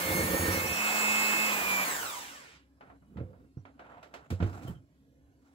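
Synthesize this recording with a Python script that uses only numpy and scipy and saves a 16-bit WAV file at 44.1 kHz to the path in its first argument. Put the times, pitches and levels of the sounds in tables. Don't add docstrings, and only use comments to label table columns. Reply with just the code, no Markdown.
import sys
import numpy as np
from scipy import signal
from scipy.fft import rfft, irfft, next_fast_len
from scipy.io import wavfile
from scipy.ndimage import uniform_filter1d

SR = 44100
rng = np.random.default_rng(int(sys.argv[2]) if len(sys.argv) > 2 else 0)


def nominal_scale(level):
    x = np.asarray(level, float) / 20
    return 10 ** x


def generate_wav(signal):
    frames = np.transpose(np.atleast_2d(signal))
    scaled = np.clip(frames, -1, 1) * 32767
    pcm = np.round(scaled).astype(np.int16)
    wavfile.write(sys.argv[1], SR, pcm)


N = 244314

DISSOLVE_S = (0.54, 0.88)
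OFF_S, STALL_S = 1.845, 2.559
# (pitch [Hz], width [Hz], level [dB])
BOWL = [(702, 37, -2.5), (1370, 69, 1.5), (1500, 71, -9), (2570, 59, -8)]


def evened(x):
    return x / np.sqrt(np.mean(x ** 2) + 1e-20)


def read(points, hz):
    f, value = np.transpose(points)
    return np.interp(np.log(hz + 1), np.log(f + 1), value)


def along(span):
    return np.interp(np.arange(N) / SR, span, [0, 1])


def stroke(start, length, rise_db, fall_db):
    t = np.arange(N) / SR - start
    return nominal_scale(np.minimum(0, np.minimum(rise_db * t, fall_db * (length - t))))


def wander(hz):
    return evened(signal.lfilter([1], [1, -np.exp(-2 * np.pi * hz / SR)], rng.standard_normal(N)))


def resonate(x, hz, width):
    r = np.exp(-np.pi * width / SR)
    return 2 * signal.lfilter([1 - r], [1, -r * np.exp(2j * np.pi * hz / SR)], x).real


def hollow(x, ring_db):
    return x + sum(nominal_scale(ring_db + db) * resonate(x, hz, width) for hz, width, db in BOWL)


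def noise(colour, patchy_db, scale=1):
    # (pitch [Hz], left-right likeness [0-1])
    likeness = [(60, 0.92), (250, .93), (600, 0.81), (1500, 0.5), (4000, 0.43), (5500, 0.089), (6400, 0.26)]
    size, hop = 512 * scale, 128 * scale
    hz = np.fft.rfftfreq(size, 1 / SR)
    a, b, c, d, patches = rng.standard_normal((N // hop + 5, len(hz), 5)).T
    patches = uniform_filter1d(patches, size=5, axis=0)
    patches = evened(uniform_filter1d(patches, size=16, axis=1))
    same = np.clip(read(likeness, hz), 0, 1)[:, None]
    left = a + 1j * b
    right = same * left + np.sqrt(1 - same ** 2) * (c + 1j * d)
    z = np.array([left, right])
    z *= nominal_scale(read(colour, hz)[:, None] + patchy_db * patches)
    return evened(signal.istft(z, nperseg=size, noverlap=size - hop)[1][:, :N])


def line(angle, db, pan_db=0, lead=0):
    return nominal_scale(db) * nominal_scale([[pan_db / 2], [-pan_db / 2]]) * np.sin([angle + lead, angle])


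def whine(rows, orders, beat_db, flutter_db, wet_db):
    # (pitch [Hz], half width [Hz], lift [dB])
    housing = [(980.5, 17, 8), (1448, 80, 7), (1827, 11, 12), (2150.3, 26, 9), (2199, 36, -15.5),
               (2380, 57, 6), (2480, 23, -2.5), (2506, 62, 2), (680, 130, -12), (4430, 840, -5.5),
               (2770, 29, -10), (6900, 110, 3), (7840, 170, 3), (11920, 190, 10), (15350, 250, 6.5)]
    mains_hz = 119
    s, shaft_hz, level_db = np.transpose(rows)
    t = np.arange(s[0], s[-1], 1 / SR)
    coarse = t[::256]
    turn = 2 * np.pi * np.cumsum(np.interp(t, s, shaft_hz)) / SR
    dry = line(12 * turn + 2 * np.pi * mains_hz * t, beat_db, -4, 1.5)
    for k, db, *ears in orders:
        hz = k * np.interp(coarse, s, shaft_hz)
        body_db = db + sum(lift_db / (1 + ((hz - f) / width) ** 2) for f, width, lift_db in housing)
        flutter = uniform_filter1d(rng.standard_normal(len(coarse)), size=9)
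        flutter = evened(uniform_filter1d(flutter, size=9))
        tone_db = body_db + flutter_db * (1 + k / 40) * flutter
        dry += line(k * turn, np.interp(t, coarse, tone_db), *ears)
    soft_ends = signal.windows.tukey(len(t), 400 / len(t))
    dry *= np.sqrt(2) * nominal_scale(np.interp(t, s, level_db)) * soft_ends
    tail = rng.standard_normal((2, 9000)) * nominal_scale(-60 * np.arange(9000) / SR / 0.28)
    wet = nominal_scale(wet_db) * signal.oaconvolve(dry, tail / np.linalg.norm(tail[0]), axes=1)
    wet[:, :len(t)] += dry
    out = np.zeros((2, N))
    out[:, round(s[0] * SR):][:, :wet.shape[1]] = wet
    return out


def table(force):
    # (pitch [Hz], level [dB], time to fall 60 dB [s])
    modes = [(95.4, -2, 0.32), (127.6, -1, 0.058), (179, -3.5, 0.099), (252, 0.5, 0.036),
             (326.5, 0.5, 0.049), (458, -2, 0.052), (514, -5.5, 0.13), (749, -20, 0.02), (1060, -17, .1)]
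    t = np.arange(12000) / SR
    rings = np.array([nominal_scale(db - 60 * t / t60) * np.sin(2 * np.pi * hz * t) for hz, db, t60 in modes])
    shares = rng.uniform(0.66, 1.35, (len(modes), 1))
    return signal.oaconvolve(force[None], [rings.sum(0), (shares * rings).sum(0)], axes=1)[:, :N]


def kitchen():
    # (pitch [Hz], level per Hz [dB])
    floor = [(15, -35.5), (25, -15), (69, 1), (202, -15.5), (271, -2.5), (318, -13), (833, -30),
             (8320, -45.5), (9520, -45), (11500, -44), (15000, -55)]
    # (pitch [Hz], width [Hz], level [dB])
    fridge = [(64.2, 6.4, -59), (122.9, 13, -86), (146, 20, -74), (275.2, 16, -68), (534, 10, -90.5)]
    hum = 0
    for hz, width, db in fridge:
        blurred = resonate(resonate(rng.standard_normal(N), hz, width), hz, width)
        hum = hum + nominal_scale(db) * evened(blurred)
    return nominal_scale(-62.5) * noise(floor, patchy_db=4.5, scale=4) + nominal_scale([[2.5], [-2.5]]) * hum


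def loaded_motor():
    # (time [s], shaft speed [Hz], level [dB])
    speed = [(0, 177, -42), (.12, 177.2, -36.5), (.26, 180.6, -40), (.4, 183.5, -41), (.52, 181.4, -38),
             (.58, 178.4, -42.5), (.7, 178.6, -44), (.9, 174, -61)]
    # (multiple of shaft speed, level [dB], left-right [dB], left lead [rad])
    orders = [(1, -4, 0, -.2), (3, 1, 0, -.2), (10, -13, -10, -1.8), (12, 0, 0, .8), (24, -6, 0, -.5),
              (36, -10, 4, 1.1), (47, -16), (48, -13), (60, -10), (62, -18), (64, -17), (68, -14),
              (72, -17), (84, -16)]
    return whine(speed, orders, beat_db=-10, flutter_db=1.5, wet_db=-11.5)


def roar():
    # (loaded [dB], free [dB], sagged [dB], fall half a second after switch-off [dB], bend)
    levels = [
        (-31, -29.5, -30, 22, 1.17),
        (-35, -30.5, -33, 14.5, 0.67),
        (-34.5, -34, -35.5, 8.5, 3.3),
        (-30, -32, -31.5, 24.5, 2),
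    ]
    # (pitch [Hz], level per Hz [dB])
    colour = [(60, -45), (150, -8), (400, -5), (1000, 0.5), (1600, -1), (2600, -3.5), (4000, -9.5),
              (6000, -10), (9000, -9.5), (12000, -13), (15500, -11)]
    air = noise(colour, patchy_db=1.5)
    below = []
    for hz in (1900, 4800, 9300):
        below.append(signal.sosfiltfilt(signal.butter(2, hz, fs=SR, output="sos"), air))
    parts = [below[0], below[1] - below[0], below[2] - below[1], air - below[2]]
    freed = along(DISSOLVE_S)
    sagged = along((1.8, 1.55))
    after = np.maximum(np.arange(N) / SR - OFF_S, 0)
    out = np.zeros((2, N))
    for part, (loaded_db, free_db, sagged_db, fall_db, bend) in zip(parts, levels):
        running_db = free_db + (sagged_db - free_db) * sagged
        running_db = running_db - fall_db * (2 * np.minimum(after, 1)) ** bend
        out += part * np.hypot((1 - freed) * nominal_scale(loaded_db), freed * nominal_scale(running_db))
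    return out * stroke(-0.993, STALL_S + 1, 1, 195)


def drumming():
    # (start [s], length [s], level [dB])
    bouts = [
        (0.108, 0.14, -31),
        (0.318, .23, -30),
        (0.582, 0.081, -37.5),
        (0.697, 0.024, -33),
        (.78, .14, -33),
    ]
    happens = rng.random(N) < 150 / SR
    blows = nominal_scale(1.0 * rng.exponential(1, N)) * rng.choice([-1., 1.], N) * happens
    ring = table(signal.oaconvolve(blows, np.hanning(50))[:N])
    steady = ring / np.sqrt(uniform_filter1d(ring[0] ** 2, size=5000) + 1e-12)
    level = nominal_scale(-47)
    for s, length, db in bouts:
        level = level + nominal_scale(db) * stroke(s, length, 350, 403)
    freer = 1 - along(DISSOLVE_S) * 0.73
    return nominal_scale(1.5) * freer * level * stroke(-1.3, 2, 1, 150) * steady


def squeaks():
    # (start [s], length [s], pitch [Hz], level [dB])
    whistles = [
        (0.512, 0.068, 5660, -44),
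        (.665, 0.017, 5720, -45.5),
        (0.728, 0.057, 5650, -43.5),
        (3.577, 0.029, 5730, -80),
        (4.25, 0.028, 7000, -81),
        (4.677, 0.008, 3070, -59),
        (4.748, .03, 3100, -74.5),
    ]
    hiss = rng.standard_normal((2, N))
    out = 0
    for s, length, hz, db in whistles:
        whistle = evened(resonate(resonate(hiss, hz, 250), hz, 250))
        out = out + nominal_scale(db) * stroke(s, length, 1500, 700) * whistle
    return out


def free_motor():
    # (time [s], shaft speed [Hz], level [dB])
    speed = [(.52, 211.8, -50.5), (.8, 212.8, -39.5), (1.1, 213.3, -35.5), (1.465, 213.9, -37),
             (1.54, 204.8, -39.5), (1.64, 201.7, -46), (1.73, 196, -38.5), (1.845, 193.6, -41)]
    # (multiple of shaft speed, level [dB], left-right [dB], left lead [rad])
    orders = [(1, -6, -3, -.5), (4, -8, -3, -1.1), (5, -12, 3, -2.7), (10, -3, -1, .2), (12, 5, -1, -.1),
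              (13, -9, -2, -.3), (24, -10, 1, .9), (25, -16, -4, -3), (32, -10), (36, -8), (38, -15),
              (39, -15), (48, -14), (59, -14), (60, -14), (63, -16), (71, -17)]
    return whine(speed, orders, beat_db=-7, flutter_db=0.7, wet_db=-20)


def coasting_motor():
    # (multiple of shaft speed, level [dB], left-right [dB], left lead [rad])
    orders = [(1, -9), (5, -7), (10, -2), (11, -3, -2, -3), (12, 2, -3, -3.3), (13, -3, -2, -3), (23, -8),
              (24, -4, 0, .8), (25, -8), (35, -8), (36, -2, 0, 1.5), (37, -8), (47, -7), (48, -1, 0, 1.5),
              (49, -8), (60, -6), (72, -6)]
    t = np.linspace(0, STALL_S - OFF_S, num=40)
    slowed = (t / 0.385) ** 1.05
    shaft_hz = 192.5 * np.exp(-slowed)
    level_db = -48 - 10 * slowed ** 1.2 - 14 * (t / t[-1]) ** 8
    speed = np.transpose([OFF_S + t, shaft_hz, level_db])
    return whine(speed, orders, beat_db=-80, flutter_db=2.5, wet_db=-2)


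def ticks():
    # (time [s], peak level [dB], treble slope above the knee [dB per octave], left-right [dB])
    cracks = [(2.807, -37, -16, 9), (2.898, -40.5, -22, 7), (3.021, -53, -29, 9), (3.152, -56, -31, 4),
              (3.169, -36, -15, 5), (3.198, -44.5, -19, 4), (3.33, -46, -40, 5), (3.57, -50.5, -32, 5),
              (3.651, -37, -14.5, 3.5), (3.792, -36.5, -14.5, 7), (3.799, -39, -29, 8),
              (4.027, -36.5, -8, 3.5), (4.138, -30, -7, 3), (4.302, -29, -4, 8), (4.401, -26.5, -14.5, 2.5),
              (4.424, -27, -10.5, 6), (4.631, -44.5, -1.5, 6), (4.677, -45.5, 7, 15), (4.705, -56, -14, 9)]
    # (pitch [Hz], time to fall 60 dB [s])
    room_ring = [(300, 0.57), (1000, 0.21), (3000, 0.23), (8000, 0.22), (15000, 0.15)]
    knee_hz = 1760
    out, hz = np.zeros((2, N)), np.fft.rfftfreq(256, 1 / SR)
    for s, db, fall_db, pan_db in cracks:
        a, b = rng.standard_normal((2, 7000))
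        _, t, z = signal.stft([a, .5 * a + 0.94 * b], SR, nperseg=256)
        colour_db = np.maximum(fall_db * np.log2(1 + (hz / knee_hz) ** 4) / 4, -38)
        colour_db -= 3 * np.log2(1 + hz / 1000)
        colour_db -= 7 * np.maximum(np.log2(600 / (hz + 20)), 0)
        fading_db = colour_db[:, None] - 60 * t / read(room_ring, hz)[:, None]
        tail = signal.istft(z * nominal_scale(fading_db), SR, nperseg=256)[1]
        t = np.arange(tail.shape[1]) / SR
        shape = np.minimum(t / 0.0034, 1) * (1 + 1.15 * np.exp(-t / 0.0038)) / (1 + (t / 0.089) ** 6)
        ears = nominal_scale([[db - 18.5 + pan_db / 2], [db - 13.5 - pan_db / 2]])
        tick = tail * shape / np.sqrt(np.mean(tail[:, :400] ** 2)) * ears
        part = out[:, round(s * SR):][:, :tick.shape[1]]
        part += tick[:, :part.shape[1]]
    return hollow(out, ring_db=-0.5)


def sliding():
    # (start [s], length [s], scuff level [dB], weight on the table [dB], treble [dB])
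    slides = [
        (2.861, 0.047, -65.5, 1, -15),
        (3.118, 0.15, -78, 29.5, -21),
        (3.302, 0.15, -78, 28.5, -20),
        (3.834, 0.16, -58.5, -1.5, -18.5),
        (4.137, 0.12, -64.5, 2, -10),
        (4.439, .27, -56.5, 17, -1.5),
        (5.458, .12, -74.5, -3.5, 1),
    ]
    # (pitch [Hz], level per Hz [dB])
    rumble = [(40, -11), (70, 5), (100, -1.5), (180, -1), (300, -13), (500, -19.5), (1000, -57.5)]
    scuff = [(200, -24), (450, 1), (800, 4), (1500, -3), (2800, -14), (4000, -26), (8000, -58.5)]
    fizz = [(1500, -45.5), (3200, -1.5), (7000, -1), (11000, -8.5), (15500, -12)]
    strokes = np.array([nominal_scale(db) * stroke(s, length, 218, 245) for s, length, db, *_ in slides])
    weight, treble = nominal_scale(np.transpose(slides)[3:]) @ strokes
    grain = nominal_scale(2.0 * uniform_filter1d(wander(30), size=100))
    on_table = weight * noise(rumble, patchy_db=4.5, scale=4)
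    on_bowl = nominal_scale(2.5) * strokes.sum(0) * grain * hollow(noise(scuff, patchy_db=1.5), ring_db=0)
    on_plastic = (nominal_scale(-8.5) * treble + nominal_scale(-98.5)) * grain * noise(fizz, patchy_db=1.5)
    return on_table + on_bowl + on_plastic


def thuds():
    # (time [s], peak level [dB], hardness [0-1], own thump [Hz])
    landings = [(3.159, -35, 0.7, 117), (3.172, -27.5, 0.3, 180), (3.186, -34, 0.87, 104),
                (3.205, -34.5, 0.97, 534), (3.211, -25, 0.67, 106), (3.235, -33.5, 0.85, 83.4),
                (3.57, -29.5, 0.59, 121), (4.304, -29, 0.56, 217), (4.313, -23, 0.5, 116),
                (4.325, -22.5, 0.75, 89.5), (4.402, -21.5, 0.54, 172), (4.414, -24, 0.63, 109),
                (4.425, -17.5, 0.77, 88), (4.445, -23.5, 0.68, 91), (4.463, -24.5, 0.64, 92),
                (4.65, -29.5, 0.6, 117), (4.681, -28.5, 0.64, 123), (4.695, -23.5, 0.13, 167)]
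    force, thumps, t = np.zeros(N), np.zeros(N), np.arange(2600) / SR
    swell = t / 0.011 * np.exp(1 - t / 0.0077)
    for s, db, hardness, hz in landings:
        start = round(s * SR)
        thump_db = db - 2.8 * np.log2(hz / 120)
        thumps[start:][:len(t)] += nominal_scale(thump_db) * swell * np.sin(2 * np.pi * hz * t)
        push_s = 0.0048 * (1.15 - np.clip(hardness, 0, 1))
        push = np.sin(np.pi * np.minimum(np.arange(400) / (SR * push_s), 1))
        force[start:][:400] += nominal_scale(db) * push / push.sum()
    return nominal_scale(-6) * table(force) + nominal_scale(-2.0) * thumps


def scene():
    motor = loaded_motor() + free_motor() + coasting_motor()
    beating = motor + roar() + drumming() + squeaks()
    return kitchen() + beating + ticks() + sliding() + thuds()


def band_limit(x):
    return signal.sosfilt(signal.butter(12, 16920, fs=SR, output="sos"), x)


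def record(dry):
    # (pitch [Hz], left-right [dB])
    lean = [(60, -3), (700, -4), (1300, -2.5), (2400, -3.5), (4400, -1.5), (8000, 0)]
    bass_cut_hz, mono_hz, edge_hz = 68.4, 6600, 15750
    right_lag = 11.73
    size = next_fast_len(N + 64)
    hz, z = np.fft.rfftfreq(size, 1 / SR), rfft(dry, size)
    z *= nominal_scale(np.outer([.5, -.5], read(lean, hz)))
    z *= (1j * hz / bass_cut_hz / (1 + 1j * hz / bass_cut_hz)) ** 3
    shared = np.clip((hz - mono_hz) / 600, 0, 1)
    z[1] += shared * (z[0] - z[1])
    z[1] *= np.exp(-2j * np.pi * hz * right_lag / SR)
    z *= np.clip((edge_hz - hz) / 100 + .5, 0, 1)
    return band_limit(irfft(z, size)[:, :N])


dry = scene()
out = record(dry)
generate_wav(out)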